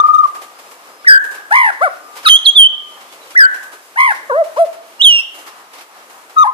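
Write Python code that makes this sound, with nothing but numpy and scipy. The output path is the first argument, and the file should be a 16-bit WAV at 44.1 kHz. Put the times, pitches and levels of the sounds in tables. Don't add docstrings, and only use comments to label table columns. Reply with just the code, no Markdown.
import sys
import numpy as np
from scipy import signal
from scipy.fft import rfft, irfft, next_fast_len
from scipy.io import wavfile
from scipy.ndimage import uniform_filter1d

SR = 44100
rng = np.random.default_rng(int(sys.argv[2]) if len(sys.argv) > 2 else 0)


def transcribe(u):
    v = np.clip(np.atleast_2d(u).T, -1, 1)
    q = np.round(v * 32767).astype(np.int16)
    wavfile.write(sys.argv[1], SR, q)


N = 287973

# t/s, f/Hz
MELODY = [
    [(0, 1229), (.2, 1254), (.25, 1217), (.264, 1107)],
    [(1.044, 1374), (1.058, 1935), (1.068, 2173)],
    [(1.066, 2075), (1.082, 1755), (1.104, 1648), (1.172, 1578), (1.188, 1630)],
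    [(1.507, 681), (1.529, 904.6), (1.567, 1081), (1.609, 1046), (1.689, 863), (1.709, 730)],
    [(1.806, 461.4), (1.824, 658), (1.842, 771.6), (1.886, 508)],
    [(2.247, 1766), (2.263, 1287), (2.278, 1231), (2.284, 1426)],
    [(2.282, 1343), (2.287, 1726), (2.294, 2354)],
    [(2.291, 2613), (2.299, 3240), (2.325, 3080), (2.357, 3224), (2.38, 3506)],
    [(2.448, 4710), (2.456, 4254), (2.47, 3338), (2.492, 3240), (2.52, 3426)],
    [(2.547, 3545), (2.565, 3560), (2.599, 3189), (2.62, 3167), (2.647, 2995), (2.68, 3170)],
    [(3.35, 1273), (3.364, 1980), (3.374, 2021), (3.396, 1747), (3.444, 1505), (3.482, 1567)],
    [(3.96, 790), (3.982, 1031), (4.016, 1075), (4.058, 1090), (4.108, 875), (4.128, 726)],
    [(4.295, 618), (4.303, 572), (4.321, 463.6), (4.377, 647), (4.405, 678.5), (4.435, 564)],
    [(4.563, 416), (4.585, 609), (4.599, 684), (4.637, 655.7), (4.659, 558)],
    [(4.994, 2863), (5.012, 2900), (5.026, 3708), (5.036, 3936), (5.052, 3334), (5.098, 2980),
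     (5.124, 2836), (5.186, 2773), (5.22, 2580)],
    [(6.36, 1268), (6.427, 1252), (6.442, 1056)],
    [(6.438, 1163), (6.448, 875), (6.458, 799), (6.476, 1052), (6.512, 1003)],
]
# crest level/dB, crest position/share of note, swell/dB, sag/dB,
# attack/s, release/s, throat centre/Hz, throat width/Hz, 2nd partial/dB, 3rd partial/dB,
# upper partials/dB, overtone fade across the note/dB
VOICING = [(-6.5, 0.73, 1.5, 3, 0.00078, 0.008, 1220, 2400, -44.5, -43, -43, 14),
           (-25, 0.58, -3, 3, 0.0048, 0.0032, 1100, 2400, -40, -40, -40, 11),
           (10, 0.35, 4.5, 8.5, 0.021, .01, 1980, 1630, -26, -28, -33, 4.5),
           (-6, 0.29, 4, 9, 0.014, 0.0062, 1505, 3300, 2, -19, -10.5, -3.5),
           (-4, 0.41, 4, 6.5, 0.015, 0.0062, 1500, 2670, -2.5, -14, -14.5, 2),
           (8.5, 0.76, 7.5, -0.5, 0.024, 0.0024, 2760, 2630, -23.5, -8, -8.5, 0),
           (5, 0.51, 8.5, 8, 0.0035, 0.0045, 3500, 2900, -7, -9.5, -0.5, -1.5),
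           (3, 0.9, 1, 9, 0.0088, 0.022, 3200, 4700, -12.5, -10, -20, 2.5),
           (3, 0.62, 6, 4.5, .012, 0.034, 3330, 1700, -11.5, -15.5, -31, -12),
           (9, .38, 15, 9.5, 0.02, 0.0088, 3200, 1200, -14.5, -40.5, -46, 1),
           (4.5, 0.47, 5, 2.5, .03, 0.028, 1700, 1140, -31.5, -42, -35.5, -14),
           (-5.5, .3, 0, 7, 0.05, 0.0074, 1470, 1950, 2.5, -15, -8.5, 0),
           (-3.5, 1, 10, 4, 0.0054, .012, 734, 630, 2.5, 5.5, -23, 20),
           (1, .62, 11, 11, 0.012, 0.0058, 744, 302, 4, 4, -10.5, 22),
           (5.5, 0.34, 12, 7.5, 0.022, 0.024, 3300, 1000, 0.5, -4.5, -5, -1),
           (0, 0.31, 15, -2, .012, .01, 1255, 2200, -34.5, -33, -44, -3),
           (-5, 0.34, -2.5, 9.5, 0.0074, 0.0097, 1140, 780, -8, -25, -17, 14)]
# t/s of one flick's top, rate/Hz, swing/share of pitch, dip/dB, sharpness, unevenness/cycles
TRILLS = [(0.029, 20.52, 0.069, 21.5, 4.1, 0.0021), (1.091, 75, 0.092, 3, 1.17, 0.114),
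          (1.565, 65.9, 0.13, 5.5, 2.1, 0.066), (3.415, 67.9, 0.069, 1.5, 0.38, 0.13),
          (3.999, 67.6, 0.11, 5.5, 2.5, 0.047)]
def butcherbird(roughness=0.24):
    jitter = roughness * uniform_filter1d(rng.standard_normal(N), size=30)
    drift = walk(50)
    out = np.zeros(N)
    for pitch, voicing in zip(MELODY, VOICING):
        start, end = pitch[0][0], pitch[-1][0]
        span, t, hz, fade = glide(pitch, fade_s=0.0017)
        progress = (t - start) / (end - start)
        db = envelope_db(t, start, end, *voicing[:6])
        for top_s, rate_hz, swing, dip_db, sharpness, uneven in TRILLS:
            if start <= top_s < end:
                cycles = rate_hz * (t - top_s) + uneven * drift[span]
                flick = np.abs(np.cos(np.pi * cycles)) ** (2 * sharpness)
                flick -= flick.mean()
                hz = hz * (1 + swing * flick)
                db = db - dip_db * flick
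        tone = throat(hz, progress, jitter[span], *voicing[6:])
        out[span] += np.sqrt(2) * undb(db) * fade * tone
    return out


def glide(pitch, fade_s):
    times, pitches = np.transpose(pitch)
    start, end = times[0] - fade_s, times[-1] + fade_s
    span = np.arange(int(max(start, 0) * SR), min(int(end * SR), N))
    t = span / SR
    hz = uniform_filter1d(np.interp(t, times, pitches), size=90, mode="nearest")
    fade = np.clip(np.minimum(t - start, end - t) / fade_s, 0, 1)
    return span, t, hz, fade


def envelope_db(t, start, end, level_db, crest, swell_db, sag_db, attack_s, release_s, edge_db=26):
    contour_db = np.interp((t - start) / (end - start), [0, crest, 1], [swell_db, 0, sag_db])
    attack = np.clip(1 - (t - start) / attack_s, 0, 1)
    release = np.clip(1 - (end - t) / release_s, 0, 1)
    return level_db - contour_db - edge_db * (attack ** 2 + release ** 2)


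# f/Hz, level/dB
BEAK_EQ = [(2000, -19.5), (4200, -28.5), (6000, -27), (8000, -42.5), (10000, -9.5), (11500, -53),
           (13000, -35.5), (16000, -60)]
def throat(hz, progress, jitter, centre_hz, width_hz, second_db, third_db, upper_db, thin_db):
    def resonance(f):
        return 1 / (1 + ((f - centre_hz ** 2 / f) / width_hz) ** 2)

    phase = 2 * np.pi * np.cumsum(hz) / SR
    thinning_db = thin_db * progress
    tone = resonance(hz) * np.sin(phase)
    for k, db in [(2, second_db), (3, third_db)]:
        tone += resonance(k * hz) * undb(db - thinning_db) * np.sin(k * (phase + .4 * jitter))
    for k in range(4, 16):
        beak_db = np.interp(k * hz, *np.transpose(BEAK_EQ), right=-120)
        tone += undb(beak_db + upper_db - thinning_db) * np.sin(k * (phase + jitter))
    return tone


def porch_and_garden(send, shared=0.19, treble_hz=3500, rise_s=0.013):
    porch_db, porch_t60_s = -11.5, 0.089
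    garden_db, garden_t60_s, treble_t60_s = -14, 0.57, 0.43
    t = np.arange(SR) / SR
    noise = rng.standard_normal((3, SR))
    low = signal.sosfilt(signal.butter(2, treble_hz, fs=SR, output="sos"), noise)
    garden = low * undb(-60 * t / garden_t60_s) + (noise - low) * undb(-60 * t / treble_t60_s)
    garden *= undb(garden_db) / np.sqrt(garden_t60_s)
    porch = noise * undb(porch_db - 60 * t / porch_t60_s) / np.sqrt(porch_t60_s)
    tails = (garden + porch) * (1 - np.exp(-t / rise_s)) * np.sqrt(2 * np.log(1000) / SR)
    wet = signal.fftconvolve(send[None], tails, axes=1)[:, :N]
    return np.sqrt(shared) * wet[0], np.sqrt(1 - shared) * wet[1:]


# start t/s, end t/s, start f/Hz, end f/Hz, level/dB
FAR_CALLS = [(.45, .68, 1204, 1204, -49), (1.0, 1.4, 1204, 1204, -46), (1.9, 2.15, 1205, 1203, -39),
             (2.53, 2.93, 1203, 1203, -43), (.55, .72, 4970, 5170, -58), (.84, 1.04, 4920, 5170, -58),
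             (1.9, 2.08, 5150, 5210, -59), (3.82, 3.9, 5000, 5050, -60), (3.1, 3.125, 3480, 3470, -51),
             (3.22, 3.24, 3950, 3930, -50), (3.285, 3.36, 3050, 3480, -52)]
def far_birds(waver_db=1.2):
    out = np.zeros(N)
    for start, end, first_hz, last_hz, db in FAR_CALLS:
        span, _, hz, fade = glide([(start, first_hz), (end, last_hz)], fade_s=0.015)
        out[span] += np.sqrt(2) * undb(db) * fade * np.sin(2 * np.pi * np.cumsum(hz) / SR)
    return out * undb(waver_db * walk(40))


# t/s, relative level/dB
STIRS = [(.346, 2.5), (.415, 3), (.711, -5), (1.343, -1.5), (2.165, 0.5), (3.626, -1), (3.731, -3.5),
         (4.726, -3), (5.385, -9.5), (5.782, -6.5)]
def leaf_stirs(rise_s=0.004, t60_s=0.14):
    t = np.arange(N) / SR
    chance = rng.random((40, 2))
    scattered = np.c_[chance[:, 0] * N / SR, -7 + 6 * chance[:, 1]]
    envelope = np.zeros(N)
    for start, db in [*STIRS, *scattered]:
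        age = t[t > start] - start
        envelope[t > start] += undb(db - 60 * age / t60_s) * (1 - np.exp(-age / rise_s))
    return envelope


# f/Hz, relative level/dB
LEAF_EQ = [(24, -58), (40, -40.5), (182, -18), (329, -7.5), (541, -4), (980, -2.5), (1140, -2),
           (1230, -0.5), (1460, -5.5), (2710, -10), (3560, -13.5), (12600, -18), (15000, -24.5)]
def leaves(level_db=-38.5):
    stirs = leaf_stirs()
    surge_db = 1.1 * walk(15) + 0.31 * walk(0.41)
    eq_hz, eq_db = np.transpose(LEAF_EQ)
    size = next_fast_len(N, real=True)
    f = np.fft.rfftfreq(size, 1 / SR) + 1
    spectrum = rfft(rng.standard_normal((3, size))) * undb(np.interp(np.log(f), np.log(eq_hz), eq_db))
    shared = np.interp(np.log(f), np.log([130, 290, 800, 1500, 8000]), [0.13, 0.87, 0.97, 0.29, 0.033])
    spectrum *= np.sqrt([shared, 1 - shared, 1 - shared])
    edges_hz, stir_depths = [0, 250, 700, 2000, 6000, SR], [0, 1.83, 2.22, 3.49, 3.1]
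    out = 0
    for low_hz, high_hz, depth in zip(edges_hz, edges_hz[1:], stir_depths):
        band = irfft(spectrum * ((f >= low_hz) & (f < high_hz)), size)[:, :N]
        out = out + band * undb(surge_db + 1.22 * walk(14)) * (1 + depth * stirs)
    out *= undb(level_db) / np.sqrt(np.mean(out[0] ** 2 + out[1] ** 2))
    return out[0], out[1:]


# f/Hz, left minus right level/dB, left phase lead/rad
PORT_IMAGE = [(300, 0, -.2), (680, 0, -.45), (1000, 6, -1.3), (1250, 6, -1.9), (1600, 4, -2.8),
              (2050, -2, -3.8), (3200, -5.5, -4.7), (4000, -6, -5.9), (5500, 0, -9), (9000, -3, -14),
              (16000, -2, -25)]
def microphone_ports(mono):
    hz, db, lead = np.transpose(PORT_IMAGE)
    size = next_fast_len(N, real=True)
    f = np.fft.rfftfreq(size, 1 / SR)
    left = undb(np.interp(f, hz, db) / 2) * np.exp(.5j * np.interp(f, hz, lead))
    return irfft(rfft(mono, size) * np.array([left, 1 / left]), size)[:, :N]


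def undb(db):
    return 10 ** (np.asarray(db) / 20)


def walk(rate_hz, step=64):
    hold = max(int(SR / step / rate_hz), 1)
    coarse = np.repeat(rng.standard_normal(N // step + 1), hold)[:N // step + 1]
    coarse = uniform_filter1d(uniform_filter1d(coarse, hold), hold)
    return np.interp(np.arange(N) / step, np.arange(len(coarse)), coarse / coarse.std())


def scene():
    bird, far = butcherbird(), far_birds()
    echo, echo_sides = porch_and_garden(bird + 3 * far)
    rustle, rustle_sides = leaves()
    return microphone_ports(bird + far + echo + rustle) + echo_sides + rustle_sides


def record(dry, knee=0.32, strength=0.36, follow_s=0.019, asymmetry=0.0082, top_hz=14800):
    pole = np.exp(-1 / (follow_s * SR))
    loudness = signal.lfilter([1 - pole], [1, -pole], np.abs(dry).max(axis=0))
    compressed = dry * (1 + loudness / knee) ** -strength
    clipped = np.clip(compressed + asymmetry * compressed ** 2, -1, 1)
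    return signal.sosfilt(signal.ellip(8, .1, 40, top_hz, fs=SR, output="sos"), clipped)


dry = scene()
out = record(dry)
transcribe(out)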